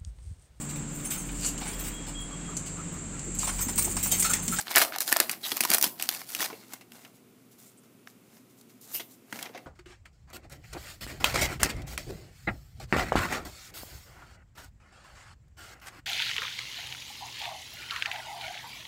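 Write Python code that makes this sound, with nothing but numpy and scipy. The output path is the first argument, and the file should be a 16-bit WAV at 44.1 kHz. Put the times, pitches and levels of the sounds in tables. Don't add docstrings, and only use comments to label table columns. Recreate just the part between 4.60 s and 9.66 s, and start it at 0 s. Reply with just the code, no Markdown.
import sys
import numpy as np
from scipy import signal
from scipy.fft import rfft, irfft, next_fast_len
from scipy.io import wavfile
from scipy.ndimage import map_coordinates

SR = 44100
rng = np.random.default_rng(int(sys.argv[2]) if len(sys.argv) > 2 else 0)


def file_out(sig):
    cols = np.atleast_2d(sig).T
    lim = np.clip(cols, -1, 1)
    pcm = np.round(lim * 32767).astype(np.int16)
    wavfile.write(sys.argv[1], SR, pcm)


N = 223136

# (frequency [Hz], level [dB])
RUMBLE_TONE = [(25, -30), (60, -28.5), (110, -9), (180, -3.5), (255, 2), (310, -6.5), (380, -4.5),
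               (520, -13.5), (900, -20), (1350, -19), (1700, -25), (2300, -21), (4000, -27), (15000, -26.5)]
# (delay [s], level [dB])
ECHOES = [(.0021, -27.5), (.0063, -28), (.0091, -23.5), (0.013, -22.5)]
# (frequency [Hz], decay [s])
ROOM_DECAY = [(200, 1), (1500, 0.24), (6000, 0.22), (15000, 0.39)]
# (time [s], length [s], level [dB], pitch [Hz])
SQUEAKS = [(0.827, 0.054, -36, 3680), (1.895, 0.17, -62, 4330), (3.052, 0.056, -60, 7770),
           (3.169, 0.032, -60.5, 8300), (4.334, 0.062, -46, 2820), (4.337, 0.038, -45, 4730)]
# (time [s], level [dB], pitch [Hz])
KNOCKS = [(.168, -50, 85), (.215, -40.5, 310), (0.526, -37, 295), (.603, -30, 340), (.696, -43, 220),
          (0.919, -34.5, 290), (1.01, -37, 236), (1.047, -41, 213), (1.102, -34, 234), (1.24, -38, 250),
          (1.265, -36, 230), (1.796, -40, 247), (1.928, -37, 343), (4.729, -40.5, 225), (4.873, -49.5, 635),
          (4.897, -45.5, 490), (4.958, -41.5, 446)]
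# (peak time [s], rise [s], hold [s], hiss level [dB], bend level [dB])
CARD_STROKES = [(1.9, 0.027, 0.26, -53.5, -50.5), (2.13, 0.058, 0.01, -48.5, -44.5),
                (2.335, 0.037, 0.14, -54, -52.5), (2.555, 0.045, .006, -61, -62),
                (2.92, 0.016, 0.005, -56.5, -65), (2.985, 0.0082, 0.11, -53.5, -63),
                (3.235, 0.0072, .012, -64, -61.5), (3.48, .025, 0.022, -59, -64),
                (3.76, 0.16, 0.017, -59, -59), (3.9, .01, .012, -61.5, -67),
                (3.975, .01, 0.037, -60.5, -72), (4.096, .015, 0.017, -59.5, -60),
                (4.213, 0.0088, .04, -51, -69), (4.32, 0.093, .01, -45, -49.5),
                (4.345, 0.019, 0.014, -30, -42), (4.51, .06, 0.028, -55.5, -64.5),
                (4.75, 0.066, 0.1, -46.5, -41.5), (4.85, 0.034, 0.0088, -67, -39.5),
                (4.95, 0.017, 0.013, -72, -42)]
# (time [s], click level [dB], decay [s], bend level [dB], pitch [Hz])
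CARD_TAPS = [(1.9016, -52, .07, -37, 1010), (1.9294, -56, 0.083, -45, 2370),
             (2.135, -34.5, 0.031, -41, 1110), (2.2108, -51, 0.078, -50.5, 2570),
             (2.32, -47, 0.011, -50, 3220), (2.449, -54, 0.038, -46.5, 2500),
             (3.4732, -57, 0.01, -43.5, 1900), (4.012, -52.5, .018, -61, 4100),
             (4.3972, -44, .012, -42, 1770), (4.4012, -39, 0.083, -35.5, 3300),
             (4.726, -40.5, 0.027, -33, 1710), (4.79, -43, 0.03, -39.5, 1990),
             (4.827, -32.5, .02, -40, 2840), (4.8608, -68, 0.039, -40, 2300), (4.9490, -56, 0.14, -40, 660),
             (4.9761, -52, 0.041, -44, 2040)]
# (frequency [Hz], level [dB])
CARD_BEND_TONE = [(60, -38), (150, -5.5), (260, -2.5), (400, -8), (520, -5.5), (720, -1.5), (1000, -4),
                  (1600, -4.5), (2100, -9.5), (3200, -9), (4500, -11.5), (6500, -13.5), (12000, -98)]
# (frequency [Hz], level [dB])
CARD_HISS_TONE = [(2000, -27), (4000, -3.5), (4900, -5.5), (7000, 0), (9500, -3), (13000, -3),
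                  (15500, -3.5)]
# (pitch [Hz], width [Hz], level [dB])
CARD_RING = [(730, 90, -7), (2130, 200, 2.5), (2700, 57, 1), (3120, 68, -26), (5090, 60, -2.5)]
# (peak time [s], rise [s], hold [s], sizzle level [dB], bend level [dB])
FOIL_SQUEEZES = [(0, .01, 0.0023, -39.5, -43.5), (0.115, 0.053, 0.014, -37.5, -35),
                 (0.171, 0.025, 0.059, -25.5, -23.5), (.335, 0.015, 0.017, -52.5, -38.5),
                 (0.407, .007, 0.014, -33.5, -39), (0.483, 0.034, 0.026, -31.5, -37.5),
                 (0.517, .012, 0.073, -42, -37), (0.602, .012, 0.013, -37, -29.5),
                 (0.707, .04, 0.022, -42, -38.5), (.85, 0.036, 0.12, -36.5, -39),
                 (0.972, .012, 0.0044, -41.5, -38), (1.005, .008, .05, -40, -39.5),
                 (1.128, 0.068, 0.024, -29, -28), (1.236, 0.022, 0.0048, -27, -28),
                 (1.429, .05, 0.0047, -38, -37.5), (1.508, 0.05, .11, -41.5, -42.5),
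                 (1.696, .05, 0.12, -42.5, -48), (1.82, 0.099, 0.027, -33.5, -32)]
# (time [s], crack level [dB], decay [s], bend level [dB], pitch [Hz])
FOIL_SNAPS = [(.0123, -31.5, .015, -43, 4480), (.0704, -55, .009, -39.5, 2228),
              (0.0812, -49.5, 0.029, -33.5, 4430), (0.1529, -38.5, .022, -23, 2900),
              (0.1596, -10, .013, -23.5, 1707), (0.1671, -20, .013, -16.5, 1688),
              (.172, -24.5, .009, -16, 1680), (0.1794, -27, .006, -22, 1670),
              (0.1819, -12, 0.021, -24.5, 1403), (.1877, -23, 0.014, -33, 1133),
              (0.2161, -24, 0.014, -25, 1790), (.3228, -57, 0.013, -35, 1594),
              (0.3613, -31, .014, -31.5, 750), (0.385, -26.5, .011, -33.5, 4350),
              (.4057, -19.5, .011, -34, 4390), (0.4784, -30.5, .04, -32, 4160),
              (0.5204, -26, .008, -27.5, 1420), (0.5264, -12.5, .016, -19, 1790),
              (0.5638, -53.5, .024, -21.5, 750), (0.5683, -14.5, .005, -32, 1840),
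              (.6015, -11, .016, -23, 1820), (.6955, -22.5, 0.017, -26.5, 2410),
              (0.7143, -24.5, .024, -45.5, 2850), (.9185, -24.5, .025, -24.5, 3630),
              (.9697, -22, .008, -35.5, 1324), (1.007, -13.5, 0.036, -22, 2390),
              (1.0370, -23.5, .022, -27, 3100), (1.051, -22, .018, -23.5, 1099),
              (1.1028, -16, .011, -29.5, 2170), (1.1158, -26, .013, -25, 3680),
              (1.1365, -14.5, .015, -37, 3280), (1.146, -11, .018, -29, 1530),
              (1.1833, -20, .015, -30, 1345), (1.2132, -20.5, 0.017, -34, 3830),
              (1.2264, -12.5, .009, -46, 3260), (1.2415, -14, .032, -23.5, 3227),
              (1.3988, -35, .023, -32.5, 3120), (1.4246, -21, .013, -30.5, 2970),
              (1.4901, -18.5, .02, -24, 3300), (1.5483, -32.5, .02, -39, 2560),
              (1.617, -47, .017, -38.5, 1150), (1.7494, -26, .017, -29.5, 2900),
              (1.805, -42, .026, -29, 1800), (1.823, -35, .035, -36, 4700), (1.8434, -39, .03, -32, 2660)]
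# (frequency [Hz], level [dB])
FOIL_BEND_TONE = [(30, -29), (110, -25.5), (220, -7.5), (330, -1.5), (520, -7.5), (720, 2.5), (1000, -1.5),
                  (1650, 0), (2800, -1.5), (4300, -3.5), (6000, -11.5), (12000, -59.5)]
# (frequency [Hz], level [dB])
FOIL_SIZZLE_TONE = [(2000, -48), (3800, -14.5), (4600, -2.5), (6800, -1), (10000, 0.5), (13000, 1.5),
                    (15500, 0.5)]
# (pitch [Hz], width [Hz], level [dB])
POCKET_RING = [(745, 220, -6.5), (1200, 100, -7.5), (1430, 310, -5.5), (1758, 110, -9.5), (2176, 25, -0.5),
               (4130, 63, -3)]
# (time [s], openness [0 to 1])
OPENING = [(.65, 0.13), (1.0, 1)]

TOP_HZ = 15500


def amp(db):
    return 10 ** (np.asarray(db) / 20)


def unit(x):
    return x / np.sqrt(np.mean(x ** 2) + 1e-20)


def along(points, hz):
    freqs, values = np.transpose(points)
    return np.interp(np.log(hz + 1), np.log(freqs + 1), values)


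def wobble(rate):
    return map_coordinates(rng.standard_normal(int(N * rate / SR) + 4), [np.arange(N) * rate / SR])


def filtered(x, response):
    size = 2 * next_fast_len(len(x))
    return irfft(rfft(x, size) * response(np.fft.rfftfreq(size, 1 / SR)), size)[:len(x)]


def coloured(x, tone):
    def response(hz):
        cepstrum = irfft(np.log(amp(along(tone, hz))))
        half = len(cepstrum) // 2
        return np.exp(rfft(np.r_[cepstrum[0], 2 * cepstrum[1:half], np.zeros(half)]))
    return filtered(x, response)


def resonance(hz, centre, width):
    return 1j * hz * width / (centre ** 2 - hz ** 2 + 1j * hz * width)


def ringing(x, modes):
    return filtered(x, lambda hz: sum(amp(db) * resonance(hz, pitch, width) for pitch, width, db in modes))


def add(track, s, sound):
    start = max(round(s * SR), 0)
    track[start:start + len(sound)] += sound[:N - start]


def at_level(x, db):
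    return amp(db) * x / np.linalg.norm(x) * np.sqrt(.005 * SR)


def background():
    rumble = coloured(rng.standard_normal(N), RUMBLE_TONE)
    air = amp(-58.5) * unit(filtered(rumble, lambda hz: hz < TOP_HZ))
    hum = amp(-67.5) * np.sin(2 * np.pi * 120 * np.arange(N) / SR + .4 * wobble(3))
    return air + hum


def room(x, tail_db):
    early = filtered(x, lambda hz: sum(amp(db) * np.exp(-2j * np.pi * hz * s) for s, db in ECHOES))
    hz, t, bands = signal.stft(rng.standard_normal(SR // 2), SR, nperseg=256)
    fade = np.exp(-np.log(1000) * t / along(ROOM_DECAY, hz)[:, None])
    tail = signal.istft(bands * fade, SR)[1]
    tail *= 1 - np.exp(-np.arange(len(tail)) / SR / 0.018)
    return x + early + amp(tail_db) * signal.fftconvolve(x, tail / np.linalg.norm(tail))[:N]


def grains(rate, spread_db, t60, smooth):
    sizes = amp(spread_db * np.minimum(rng.exponential(size=N), 3))
    slips = (rng.random(N) < rate / SR) * sizes ** 2
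    power = signal.lfilter([1], [1, -amp(-120 / (t60 * SR))], slips)
    return unit(np.sqrt(power / power.mean() + smooth) * rng.standard_normal(N))


def squeaks():
    track = np.zeros(N)
    slips = grains(rate=1600, spread_db=1, t60=0.007, smooth=0.86)
    for s, length, db, pitch_hz in SQUEAKS:
        stroke = slips[int(s * SR):][:int(length * SR)]
        rasp = filtered(stroke, lambda hz: resonance(hz, pitch_hz, pitch_hz / 3.5) ** 2)
        add(track, s, amp(db) * unit(rasp) * signal.windows.tukey(len(rasp), .5))
    return track


def burst(t60, spike, attack_s):
    t = np.arange(2048) / SR
    fade = np.exp(-np.log(1000) * t / max(t60, .002))
    flurry = rng.standard_normal(len(t)) * fade * (1 - np.exp(-t / attack_s))
    flurry /= np.linalg.norm(flurry)
    flurry[0] = spike
    return flurry


def bumps(knock_t60=0.059, stack_hz=323, stack_t60=0.052, full_contact_s=0.057):
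    jolts = [(s, db, pitch_hz, knock_t60) for s, db, pitch_hz in KNOCKS]
    for s, _, t60, bend_db, _ in CARD_TAPS:
        push = min(t60 / full_contact_s, 1)
        jolts.append((s, bend_db - 8 + 20 * np.log10(push), stack_hz, stack_t60))
    track = np.zeros(N)
    for s, db, pitch_hz, t60 in jolts:
        blow = burst(t60, spike=0.83, attack_s=0.0029)
        thud = filtered(blow, lambda hz: resonance(hz, pitch_hz, pitch_hz / 1.5) ** 2)
        add(track, s, at_level(thud, db))
    return track


def hand_moves(rows, sag_db_per_s, release_db_per_s, rise_db=20):
    power = np.zeros((2, N))
    for s, rise, hold, treble_db, bend_db in rows:
        t = np.arange(N) / SR - s
        shape_db = rise_db * np.minimum(t, 0) / rise
        shape_db -= sag_db_per_s * np.clip(t, 0, hold)
        shape_db -= release_db_per_s * np.maximum(t - hold, 0)
        power += np.outer(amp([treble_db, bend_db]), amp(np.maximum(shape_db, -120))) ** 2
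    return np.sqrt(power)


def shifting(x, depth_db, width_hz, life_s):
    hz, t, bands = signal.stft(x, SR, nperseg=512)
    grid = np.meshgrid(hz / width_hz, t / life_s, indexing="ij")
    drift = map_coordinates(rng.standard_normal((300, 600)), grid, order=2, mode="mirror")
    return unit(signal.istft(bands * amp(depth_db * drift), SR)[1][:N])


def facets(x, depth_db, count=26):
    centres_hz = np.geomspace(500, 15000, count)
    return coloured(x, np.c_[centres_hz, depth_db * rng.standard_normal(count)])


def hits(rows, crack_tone, bend_tone, spike, attack_s, facet_db, ring):
    track = np.zeros(N)
    for s, crack_db, t60, bend_db, pitch_hz in rows:
        blow = facets(burst(t60, spike, attack_s), facet_db)
        crack = at_level(coloured(blow, crack_tone), crack_db)
        bend = filtered(blow, lambda hz: 1 + ring * resonance(hz, pitch_hz, pitch_hz / 4))
        add(track, s, crack + at_level(coloured(bend, bend_tone), bend_db))
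    return track


def cards():
    hiss_gain, bend_gain = hand_moves(CARD_STROKES, sag_db_per_s=38, release_db_per_s=340)
    rub = coloured(grains(rate=3500, spread_db=8, t60=0.0013, smooth=0.86), CARD_HISS_TONE)
    rub = shifting(rub, depth_db=-0.5, width_hz=408, life_s=.08)
    swish = unit(filtered(rng.standard_normal(N), lambda hz: resonance(hz, 13300, 6300) ** 2))
    speed = np.clip(hiss_gain / amp(-33), 0, .8)
    surface = amp(-0.5) * hiss_gain * (np.sqrt(1 - speed) * rub + np.sqrt(speed) * swish)
    scrape = grains(rate=1200, spread_db=11.0, t60=0.009, smooth=0.58)
    scrape = shifting(scrape, depth_db=1.5, width_hz=197, life_s=0.049)
    bending = amp(-5.5) * bend_gain * (1 - 0.5 * speed) * unit(coloured(scrape, CARD_BEND_TONE))
    taps = hits(CARD_TAPS, CARD_HISS_TONE, CARD_BEND_TONE,
                spike=0.48, attack_s=0.00031, facet_db=-0.5, ring=3.7)
    card = surface + bending + amp(-0.5) * taps
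    return card + ringing(card, CARD_RING)


def as_wrapper_opens(s, closed, opened):
    return closed + (opened - closed) * np.interp(s, *np.transpose(OPENING))


def small_creases(sizzle_gain, bend_gain, per_second=15, t60=.011):
    starts = (np.cumsum(rng.exponential(size=100)) / per_second * SR).astype(int)
    last_squeeze_s = FOIL_SQUEEZES[-1][0]
    rows = []
    for i in starts[starts / SR < last_squeeze_s]:
        pitch_hz = as_wrapper_opens(i / SR, closed=1570, opened=3340)
        rows.append((i / SR, 20 * np.log10(sizzle_gain[i]), t60, 20 * np.log10(bend_gain[i]), pitch_hz))
    return rows


def foil():
    sizzle_gain, bend_gain = hand_moves(FOIL_SQUEEZES, sag_db_per_s=44, release_db_per_s=418)
    crinkle = grains(rate=420, spread_db=3.0, t60=0.009, smooth=0.3)
    crinkle = shifting(crinkle, depth_db=2.0, width_hz=180, life_s=0.035)
    sizzle = amp(3.0) * sizzle_gain * unit(coloured(crinkle, FOIL_SIZZLE_TONE))
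    bending = amp(-2.5) * bend_gain * unit(coloured(crinkle, FOIL_BEND_TONE))
    creases = list(FOIL_SNAPS) + small_creases(sizzle_gain, bend_gain)
    snaps = hits(creases, FOIL_SIZZLE_TONE, FOIL_BEND_TONE,
                 spike=0.88, attack_s=.0001, facet_db=2.0, ring=3.0)
    sheet = sizzle + bending + amp(-1.5) * snaps
    pocket_share = as_wrapper_opens(np.arange(N) / SR, closed=1, opened=0.15)
    return sheet + pocket_share * ringing(sheet, POCKET_RING)


def scene():
    rumble_and_hum = background()
    handling = squeaks() + bumps() + cards() + foil()
    return (room(handling, tail_db=-15.5) + rumble_and_hum)[None]


def record(dry):
    clipped = np.clip(dry[0], -1, 1)
    return filtered(clipped, lambda hz: 1 / np.sqrt(1 + (hz / TOP_HZ) ** 200))[None]


dry = scene()
out = record(dry)
file_out(out)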